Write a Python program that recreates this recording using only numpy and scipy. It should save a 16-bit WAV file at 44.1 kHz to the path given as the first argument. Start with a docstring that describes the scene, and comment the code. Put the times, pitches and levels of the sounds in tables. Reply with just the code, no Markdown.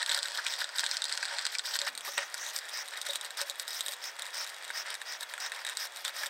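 """In a quiet room, close by, a screwdriver backs the terminal screws out of a wall switch held in one hand.
The tip slips, ticks and squeaks in the screw heads (struck modes, wavering tones); threads grind (filtered grains).
About three times a second the fingers brush round the handle (swelling noise); harder knocks ring a low note.
Just before two seconds the switch turns over into the fist: the resonances change, a soft rustle and thuds follow.
Short echoes, steady room hiss and a faint whine complete it; both channels are the same."""
import sys
import numpy as np
from scipy import signal
from scipy.fft import rfft, irfft
from scipy.io import wavfile
from scipy.ndimage import map_coordinates

SR = 44100
rng = np.random.default_rng(int(sys.argv[2]) if len(sys.argv) > 2 else 0)


def master(y):
    """Save y as 16-bit WAV."""
    cut = np.clip(np.atleast_2d(y).T, -1, 1)
    pcm = np.round(cut * 32767)  # scale
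    wavfile.write(sys.argv[1], SR, pcm.astype(np.int16))


N = 277389
TIME = np.arange(N) / SR


def from_db(db):
    """Decibels to gain."""
    return 10 ** (np.asarray(db) / 20)


def rms_one(x):
    """Scale to unit rms."""
    return x / np.sqrt(np.mean(x ** 2) + 1e-20)


def add(track, start_s, sound):
    """Mix a sound into the track at start_s."""
    start = int(np.clip(start_s * SR, 0, N - 1))
    track[start:start + len(sound)] += sound[:N - start]


def wander(t, points_per_s, points):
    """Random curve: normal draws joined by straight lines."""
    return np.interp(t * points_per_s, np.arange(points), rng.standard_normal(points))


def colour(x, spectrum, shift=1):
    """Causal minimum-phase filter with the given response, moved in pitch by shift; rms 1."""
    size = 4096
    hz, response_db = np.transpose(spectrum)
    bin_hz = np.arange(size // 2 + 1) * SR / size
    octaves = np.log2(np.maximum(bin_hz, 1))
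    knots = np.log2(hz * shift)
    # 12 dB/octave skirt below the lowest knot, at most 36 dB
    skirt_db = 12 * np.clip(knots[0] - octaves, 0, 3)
    log_gain = np.log(from_db(np.interp(octaves, knots, response_db) - skirt_db))
    # folding the cepstrum onto positive time gives minimum phase
    cepstrum = irfft(log_gain)
    cepstrum[1:size // 2] *= 2
    cepstrum[size // 2 + 1:] = 0
    impulse = irfft(np.exp(rfft(cepstrum)))
    return rms_one(signal.fftconvolve(x, impulse)[:len(x)])


def grains(per_s, spread_db, smooth_db, low_hz, high_hz, count):
    """Tiny slips of uneven size, each ringing at one of count pitches, over smooth sliding noise."""
    size_db = spread_db * np.minimum(rng.exponential(1, N), 4)
    sizes = from_db(size_db) * rng.choice([-1, 1], N)
    slip_train = sizes * (rng.random(N) < per_s / SR)
    dealt = rng.integers(0, count, N)
    white = rng.standard_normal((2, N))
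    rings, smooth = 0, 0
    for k, hz in enumerate(np.geomspace(low_hz, high_hz, count)):
        ringer = signal.iirpeak(hz, 6, fs=SR)
        # the tiny offset avoids denormals
        rings = rings + signal.lfilter(*ringer, slip_train * (dealt == k) + 1e-18)
        smooth = smooth + signal.lfilter(*ringer, white[k % 2]) * (-1) ** (k // 2)
    return rms_one(rings) + from_db(smooth_db) * rms_one(smooth)


def strike(modes, length_s, scatter, uneven_db, favoured_hz=None):
    """One blow on decaying modes, each shifted in pitch and share by the contact point; rms 1 over 2 ms."""
    hz, level_db, t60_s = np.transpose(modes)[:, :, None]
    if favoured_hz:
        level_db = level_db - 36 * np.abs(np.log2(hz / favoured_hz))  # dB per octave away
    t = TIME[:int(length_s * SR)]
    detune, share = rng.standard_normal((2, len(modes), 1))
    signs = (-1) ** np.arange(len(modes))[:, None]
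    decay = from_db(level_db + uneven_db * share - 60 * t / t60_s)
    tones = np.sin(2 * np.pi * hz * (1 + scatter * detune) * t)
    ring = (signs * decay * tones).sum(axis=0)
    return ring / np.sqrt(np.mean(ring[:SR // 500] ** 2))


def echoes(length_s, t60_s, delay_s, dull_hz):
    """Diffuse echoes: delayed, decaying noise through a gentle low-pass."""
    t = TIME[:int(length_s * SR)]
    tail = rng.standard_normal(len(t)) * from_db(-60 * t / t60_s) * (t > delay_s)
    low_pass = signal.butter(1, dull_hz, fs=SR, output="sos")
    return signal.sosfilt(low_pass, tail / np.linalg.norm(tail))


# turn-over into the fist: start_s, end_s
TURN_OVER = (1.87, 1.89)


def grip(s, open_and_fist):
    """A value that changes as the switch is turned over from the open hand into the fist."""
    return np.interp(s, TURN_OVER, open_and_fist)


# steady room background: freq_hz, spectrum_db
ROOM_AIR = [(30, -43), (80, -41), (300, -15), (550, 1), (1500, 3), (2700, -2.5), (5200, -17.5), (6400, -8),
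            (10500, -26), (16000, -21)]
AIR_DB = -52


def room_air():
    """Steady room hiss: coloured white noise."""
    return from_db(AIR_DB) * colour(rng.standard_normal(N), ROOM_AIR)


WHINE_HZ, WHINE_DB = 3370, -61.5
WHINE_WAVER_HZ, WHINE_WAVERS_PER_S = 14, 40


def whine():
    """A thin background tone: a sine with slightly wandering frequency."""
    pitch_hz = WHINE_HZ + WHINE_WAVER_HZ * wander(TIME, WHINE_WAVERS_PER_S, N // 100)
    return from_db(WHINE_DB) * rms_one(np.sin(2 * np.pi * np.cumsum(pitch_hz) / SR))


# tip resting in the slot between strokes: time_s, grind_db
RESTING_GRIND = [(0, -45), (.55, -39.5), (.7, -46), (.85, -39.5), (1.05, -44.5), (1.4, -38.5), (1.62, -50),
                 (1.87, -50), (1.92, -54), (2.25, -49), (2.65, -46.5), (3.2, -49.5), (4.15, -52),
                 (4.55, -48.5), (5, -51.5), (6.29, -52)]
RESTING_BRIGHT_DB = -2.5
# scrapes as the screw twists or the switch shifts under the tool: start_s, end_s, grind_db, bright_db
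TWIST_STROKES = [(0, 0.026, -35, -13), (0.071, 0.191, -34, 4.5), (.225, .29, -40.5, 8),
                 (0.344, 0.4, -37.5, 8), (0.583, 0.628, -33.5, 7), (0.753, .815, -35, 9),
                 (1.083, 1.16, -41.5, 3), (1.517, 1.56, -39.5, 9), (1.734, 1.772, -32.5, 9.5),
                 (1.798, 1.861, -38, 4), (1.866, 1.889, -30, 1.5), (2.047, 2.099, -38.5, 6.5),
                 (2.174, 2.199, -33, -18), (2.202, 2.244, -40, -12), (2.534, 2.585, -40.5, 9),
                 (2.92, 2.998, -43.5, -4), (3.098, 3.172, -44, 5), (3.228, 3.272, -42, -1),
                 (3.458, 3.515, -44, 6), (3.582, 3.63, -44, 10), (3.83, 3.946, -43, 9),
                 (4.185, 4.3, -45.5, -5), (4.465, 4.505, -44.5, 5), (4.602, 4.72, -52, -8),
                 (4.852, 4.948, -41, -10.5), (5.203, 5.24, -41.5, 4), (5.29, 5.33, -45, 5),
                 (5.52, 5.626, -43.5, -4), (5.663, 5.733, -40.5, -4), (5.954, 6.032, -46.5, 8),
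                 (6.044, 6.106, -39.5, 0)]
TWIST_ATTACK_S, TWIST_RELEASE_S = 0.0069, 0.017
DRAG_SHAPE = 0.31  # power of a half sine


def grinding():
    """Friction level and brightness in dB: powers of resting contact, twists and dragging regrips add."""
    time_s, resting_db = np.transpose(RESTING_GRIND)
    strokes = [(from_db(np.interp(TIME, time_s, resting_db)), RESTING_BRIGHT_DB)]
    for start_s, end_s, grind_db, bright_db in TWIST_STROKES:
        edge = np.minimum((TIME - start_s) / TWIST_ATTACK_S, (end_s - TIME) / TWIST_RELEASE_S)
        strokes.append((from_db(grind_db) * np.clip(edge + .5, 0, 1), bright_db))
    for start_s, end_s, _, _, grind_db, bright_db in HANDLE_SLIDES:
        along = np.clip((TIME - start_s) / (end_s - start_s), 0, 1)
        swell = np.abs(np.sin(np.pi * along)) ** DRAG_SHAPE
        strokes.append((from_db(grind_db) * swell, bright_db))
    power = sum(gain ** 2 for gain, _ in strokes)
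    mean_bright_db = sum(gain ** 2 * bright_db for gain, bright_db in strokes) / power
    return 10 * np.log10(power), mean_bright_db


# friction colours, plastic rub / thread grit / fine hiss: freq_hz, response_db
RUB_COLOUR = [(300, -21.5), (600, -5), (1150, -6.5), (1500, 0), (1850, 1), (2200, -3), (2800, -5),
              (3600, -15), (6000, -54)]
GRIT_COLOUR = [(2500, -20.5), (3100, 1.5), (3550, 0.5), (4900, 2), (5600, 1), (6400, -10), (8200, -3.5),
               (9200, -9), (10800, -19.5), (16000, -48)]
HISS_COLOUR = [(6000, -12), (9000, -7.5), (10800, -5.5), (12700, -2.5), (16000, -10.5)]
# share of the grinding: open_hand_db, fist_db
RUB_DB, GRIT_DB, HISS_DB = (-7.5, -3.5), (-5, -5.5), (-23.5, -15)
RUB_LOSS = 0.24  # dB lost per dB of brightness
CATCHES_PER_S, CLUMP_DB = 140, 2.2


def friction(grind_db, bright_db):
    """Dense micro-slips: dull on the plastic, gritty in the threads, with a fine hiss on top."""
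    rub_db = grind_db + grip(TIME, RUB_DB) - RUB_LOSS * bright_db
    grit_db = grind_db + grip(TIME, GRIT_DB)
    hiss_db = grind_db + grip(TIME, HISS_DB) + bright_db
    # threads catch and let go: grit and hiss clump together
    clumps = from_db(CLUMP_DB * wander(TIME, CATCHES_PER_S, N // 100))
    plastic = grains(2500, 3.47, -4, low_hz=455, high_hz=3200, count=14)
    threads = grains(2200, 3.8, -5, low_hz=2900, high_hz=10000, count=12)
    dust = grains(1500, 7, 1, low_hz=7000, high_hz=15500, count=8)
    rub = from_db(rub_db) * colour(plastic, RUB_COLOUR)
    grit = from_db(grit_db) * colour(threads * clumps, GRIT_COLOUR)
    hiss = from_db(hiss_db) * colour(dust * clumps, HISS_COLOUR)
    return rub + grit + hiss


# narrow resonances on every contact: freq_hz, width_hz, open_hand_boost_db, fist_boost_db
BODY_RESONANCES = [(569, 8, 11.5, 6), (943.4, 46, 9, 4.5), (1533, 150, 5, -0.5), (1850, 122, 5, 4),
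                   (2660, 560, -2.5, -2.5), (3780, 120, 3.5, 8), (4200, 29, 6.5, 3), (4800, 53, 7, 4),
                   (7860, 70, 4.5, -5), (8080, 62, 2.5, 4.5), (9560, 750, -8, 3), (11270, 420, 6, -6)]
LOW_CUT_HZ = 604


def held_body(x):
    """Switch and tool resonate with contacts; closing the fist damps some resonances and frees others."""
    for hz, width_hz, open_db, fist_db in BODY_RESONANCES:
        ringing = signal.lfilter(*signal.iirpeak(hz, hz / width_hz, fs=SR), x)
        x = x + (from_db(grip(TIME, (open_db, fist_db))) - 1) * ringing
    # parts this small radiate almost no bass
    return signal.sosfilt(signal.butter(2, LOW_CUT_HZ, "high", fs=SR, output="sos"), x)


# clear slips of the tip: start_s, tip_db, case_db, favoured_pitch_hz
TIP_SLIPS = [(0.0284, -27.5, -29.5, 4000), (.062, -28, -40, 3800), (0.094, -25, -32, 3900),
             (.118, -26, -33, 3780), (0.1464, -23.5, -38, 4500), (0.1752, -31.5, -31, 3830),
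             (.1895, -29.5, -48, 3820), (0.2299, -27, -56, 4420), (.257, -31.5, -35.5, 3820),
             (.466, -25.5, -30, 3690), (.538, -30, -44, 3870), (0.6169, -49, -27, 4070),
             (0.6428, -29.5, -38, 3780), (.691, -39.5, -38, 4500), (0.784, -26, -37.5, 3820),
             (0.7941, -24, -34.5, 4520), (0.8062, -34, -48, 4050), (0.8344, -39, -28.5, 3830),
             (0.8407, -29, -54, 4130), (0.8639, -25.5, -36, 4050), (0.9128, -25.5, -38, 4470),
             (0.9694, -26.5, -44, 4540), (1.02, -26, -38, 3830), (1.0414, -26.5, -58, 3740),
             (1.054, -30.5, -48, 4480), (1.095, -32.5, -45, 3900), (1.125, -26.5, -34.5, 4520),
             (1.1752, -28.5, -34, 4460), (1.2282, -31.5, -27, 4400), (1.2535, -30, -37, 4400),
             (1.385, -29, -31.5, 4070), (1.4525, -27, -31, 4530), (1.466, -25.5, -38, 4020),
             (1.551, -30.5, -40, 4560), (1.585, -27.5, -48, 4660), (1.5938, -28, -37.5, 3840),
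             (1.755, -30.5, -36, 4370), (1.7895, -25.5, -55, 4470), (1.816, -27, -35, 3950),
             (1.9517, -39.5, -42, 4300), (1.977, -34.5, -48, 4200), (2.0081, -39.5, -52, 3400),
             (2.1788, -32.5, -22.5, 3640), (2.3426, -32.5, -31.5, 4660), (2.5629, -30, -53, 5100),
             (2.5882, -34, -54, 5070), (2.8847, -41, -52, 4030), (3.0152, -33, -62, 4470),
             (3.0657, -38, -33.5, 4000), (3.134, -35, -55, 3650), (3.1571, -29.5, -57, 4030),
             (3.172, -45, -57, 3840), (3.2115, -36, -58, 3820), (3.306, -39.5, -41, 3820),
             (3.415, -30, -35, 4530), (3.498, -31, -58, 3840), (3.5974, -30.5, -49, 4540),
             (3.6792, -35.5, -39, 3840), (3.8076, -28, -43, 3980), (3.8625, -33, -59, 3830),
             (3.883, -32, -60, 4030), (3.9359, -38.5, -54, 3820), (4.195, -38.5, -39, 4100),
             (4.2211, -34.5, -48, 3700), (4.4947, -44.5, -50, 4170), (4.7028, -45, -29, 3830),
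             (4.942, -36.5, -42, 5040), (4.952, -39, -37, 3830), (5.0163, -40.5, -32, 3830),
             (5.2303, -41.5, -36, 3820), (5.338, -38.5, -31, 3600), (5.379, -43.5, -32.5, 4170),
             (5.519, -38.5, -29.5, 3830), (5.6494, -36.5, -33.5, 3820), (5.6747, -42, -44, 3830),
             (5.6894, -38, -35, 3900), (5.771, -29.5, -39, 3830), (6.05, -31, -32.5, 3680),
             (6.0799, -33.5, -35, 3740), (6.2341, -36.5, -28.5, 4300)]
# one chatter after each clear slip
REBOUND_S, REBOUND_LOSS_DB = 0.005, 11.5
# faint ticks; TICK_DB is over the grinding, TICK_CASE_DB is case against tip
TICKS_PER_S, TICK_DB, TICK_SPREAD_DB, TICK_CASE_DB, TICK_HZ = 34, 0.5, 4, -11.5, 4040


def slips(grind_db):
    """Clear slips, a rebound after each, and chance ticks that follow the grinding level."""
    rebounds = []
    for (start_s, tip_db, case_db, hz), late in zip(TIP_SLIPS, rng.random(len(TIP_SLIPS))):
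        rebound_s = start_s + REBOUND_S * (.5 + late)
        rebounds.append((rebound_s, tip_db - REBOUND_LOSS_DB, case_db - REBOUND_LOSS_DB, hz))
    step = SR // 200
    chance = rng.random(N // step)
    luck = np.clip(rng.standard_normal((N // step, 3)), -2, 1)
    ticks = []
    for k in np.flatnonzero(chance < TICKS_PER_S * step / SR):
        level_db = grind_db[k * step] + TICK_DB
        tip_db, case_db = level_db + TICK_SPREAD_DB * luck[k, :2]
        pitch_hz = TICK_HZ * np.exp(0.1 * luck[k, 2])
        ticks.append((k * step / SR, tip_db, case_db + TICK_CASE_DB, pitch_hz))
    return list(TIP_SLIPS) + rebounds + ticks


# modes of plastic case, steel tip, screw head, finest head modes: freq_hz, level_db, t60_s
CASE_MODES = [(720, -21, 0.0034), (935, -6, 0.0051), (1501, -1.5, 0.023), (1770, 5, 0.006),
              (2570, -10, 0.021)]
TIP_MODES = [(3500, 0, .004), (3820, 0, .0036), (4230, 0, .0026), (4780, 0, .0026), (5500, -2, .002)]
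HEAD_MODES = [(6870, 0.5, 0.0014), (7940, -4, 0.0066), (8035, -2.5, 0.0056), (9350, -8, 0.0061)]
FINE_MODES = [(11600, -2, 0.0083), (12900, -3, 0.021), (14600, -30, 0.0016)]
# open_hand_db, fist_db
HEAD_OVER_TIP_DB, FINE_OVER_HEAD_DB = (-5, -0.5), (-26.5, -11.5)
CASE_TRIM_DB = -2.5
NEAR_T60_S, NEAR_DB = .035, -10.5


def clicks(grind_db):
    """Each slip rings case, tip and screw head; the moving hands scatter its echoes differently each time."""
    out = np.zeros(N)
    ring_s = .04
    for start_s, tip_db, case_db, tip_hz in slips(grind_db):
        head_db = tip_db + grip(start_s, HEAD_OVER_TIP_DB)
        fine_db = head_db + grip(start_s, FINE_OVER_HEAD_DB)
        tick = from_db(case_db + CASE_TRIM_DB) * strike(CASE_MODES, ring_s, scatter=0.056, uneven_db=1)
        tick += from_db(tip_db) * strike(TIP_MODES, ring_s, scatter=0.035, uneven_db=0.5, favoured_hz=tip_hz)
        tick += from_db(head_db) * strike(HEAD_MODES, ring_s, scatter=0.042, uneven_db=0.5)
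        tick += from_db(fine_db) * strike(FINE_MODES, ring_s, scatter=0.037, uneven_db=14)
        near = from_db(NEAR_DB) * echoes(ring_s, NEAR_T60_S, delay_s=0.0023, dull_hz=12900)
        add(out, start_s, tick)
        add(out, start_s, signal.fftconvolve(tick, near))
    return out


def swelling_blows(events, modes, length_s, scatter, attack_s):
    """Modal blows whose onset is softened by an exponential swell."""
    out = np.zeros(N)
    for start_s, level_db in events:
        note = strike(modes, length_s, scatter, uneven_db=1.5)
        swell = 1 - np.exp(-TIME[:len(note)] / attack_s)
        add(out, start_s, from_db(level_db) * note * swell)
    return out


# knocks on the whole switch: start_s, level_db (before the swell)
SWITCH_KNOCKS = [(.095, -48), (.175, -46.5), (1.325, -47), (1.818, -43.5), (2.085, -47.5), (2.18, -39),
                 (3.09, -40.5), (3.413, -40.5), (3.497, -48), (3.883, -47.5), (6.264, -51)]
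# slow low modes: freq_hz, level_db, t60_s
LOW_NOTE_MODES = [(566, 1, 0.15), (413, -18, 0.11), (905, -2.5, 0.051)]


def knocks():
    """Firm shoves wake the slow low modes, which swell over a few milliseconds."""
    return swelling_blows(SWITCH_KNOCKS, LOW_NOTE_MODES, length_s=.25, scatter=.003, attack_s=0.0019)


# tip skidding in the slot: start_s, length_s, level_db, pitch_hz
TIP_SQUEAKS = [(.112, 0.0079, -34, 3720), (0.378, 0.027, -38, 1619), (0.458, 0.015, -35, 2360),
               (1.549, 0.01, -34.5, 2380), (3.092, .02, -40, 3580), (3.149, .012, -45, 3850),
               (6.05, 0.02, -40.5, 3800)]


def squeaks(waver_hz=330, wavers_per_s=900):
    """Stick and slip lock on to one unsteady pitch for up to a few hundredths of a second."""
    out = np.zeros(N)
    for start_s, length_s, level_db, hz in TIP_SQUEAKS:
        t = TIME[:int(length_s * SR)]
        pitch_hz = hz + waver_hz * wander(t, wavers_per_s, 100)
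        tone = np.sin(2 * np.pi * np.cumsum(pitch_hz) / SR)
        add(out, start_s, from_db(level_db) * rms_one(tone * np.sin(np.pi * t / length_s)))
    return out


# fingers on the handle, tip dragged along: start_s, end_s, skin_db, centre_hz, drag_grind_db, drag_bright_db
HANDLE_SLIDES = [(.453, 0.557, -41.5, 5170, -45, 0), (0.884, 0.972, -41.5, 5260, -40.5, 7),
                 (1.27, 1.382, -57, 5270, -38.5, -12), (1.635, 1.736, -41.5, 5170, -36, 7),
                 (2.015, 2.283, -43.5, 5600, -48, 8), (2.359, 2.522, -42, 5940, -43.5, 0),
                 (2.713, 2.834, -39, 5200, -42, -4), (3.044, 3.113, -47, 5500, -44, -4),
                 (3.368, 3.437, -39.5, 5100, -37.5, -1), (3.669, 3.819, -40.5, 5140, -43, 8),
                 (4.015, 4.11, -40.5, 5250, -44.5, -1), (4.328, 4.459, -36.5, 5170, -41, -3),
                 (4.731, 4.833, -38.5, 5100, -41, -5), (5.053, 5.175, -42.5, 5200, -43, -8),
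                 (5.394, 5.491, -39.5, 5330, -41, -13), (5.781, 5.872, -39.5, 5150, -39.5, 5.5),
                 (6.137, 6.287, -43.5, 5200, -38, 3.5)]
# skin noise colour, before its pitch shift: freq_hz, response_db
SKIN_COLOUR = [(2500, -4), (4400, -29), (5000, 4), (5500, 7), (6700, -6), (8000, -26), (10500, -40),
               (14300, -13), (16000, -14)]
SKIN_TRIM_DB = -1.8


def finger_slides(glide=.09, lumpy_db=2.0):
    """Skin brushes round the handle in short, uneven swells that rise a little in pitch."""
    out = np.zeros(N)
    for start_s, end_s, skin_db, centre_hz, _, _ in HANDLE_SLIDES:
        along = np.linspace(0, 1, max(int((end_s - start_s) * SR), SR // 100))
        lumps = wander(along, 9, 10)
        swell = np.abs(np.sin(np.pi * along)) ** 0.51 * from_db(lumpy_db * lumps)
        brush = colour(rng.standard_normal(SR // 2), SKIN_COLOUR, shift=centre_hz / 5300)
        # reading ever faster raises the pitch
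        read_at = np.cumsum(1 + glide * (along - .5))
        brush = map_coordinates(brush, [read_at], order=3)
        add(out, start_s, from_db(skin_db + SKIN_TRIM_DB) * swell * brush)
    return out


def palm(level_db=-70, lead_s=.15, lag_s=0.5):
    """The switch rolls over in the palm with a soft, lumpy rustle of low grains."""
    start_s, end_s = TURN_OVER
    swell = np.interp(TIME, [start_s - lead_s, start_s, end_s, end_s + lag_s], [0, 1, 1, 0])
    rustle = rms_one(grains(250, 3, 6, low_hz=170, high_hz=450, count=6))
    return from_db(level_db) * swell * rustle


# switch dropping into the fist: start_s, level_db (before the swell)
FIST_THUDS = [(2.077, -30.5), (2.181, -38)]
# gripped switch: freq_hz, level_db, t60_s
GRIPPED_MODES = [(383, -9.5, 0.061), (830, -1, .04), (1176, 9, 0.041)]


def thuds():
    """Cushioned by the fingers, the switch rings low and briefly."""
    return swelling_blows(FIST_THUDS, GRIPPED_MODES, length_s=.12, scatter=.02, attack_s=0.0031)


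ROOM_T60_S, ROOM_DB = .15, -15


def scene():
    """The work at the switch, a little room, steady hiss and a faint whine; the same in both ears."""
    grind_db, bright_db = grinding()
    contacts = friction(grind_db, bright_db) + clicks(grind_db) + squeaks() + finger_slides()
    work = held_body(contacts) + knocks() + palm() + thuds()
    walls = echoes(.5, ROOM_T60_S, delay_s=0.0032, dull_hz=6600)
    room = from_db(ROOM_DB) * signal.fftconvolve(work, walls)[:N]
    return np.tile(work + room + room_air() + whine(), (2, 1))


CUTOFF_HZ = 15750


def record(dry):
    """Steep elliptic low-pass cuts the top."""
    low_pass = signal.ellip(10, .1, 70, CUTOFF_HZ, fs=SR, output="sos")
    return signal.sosfilt(low_pass, dry)


dry = scene()
out = record(dry)
master(out)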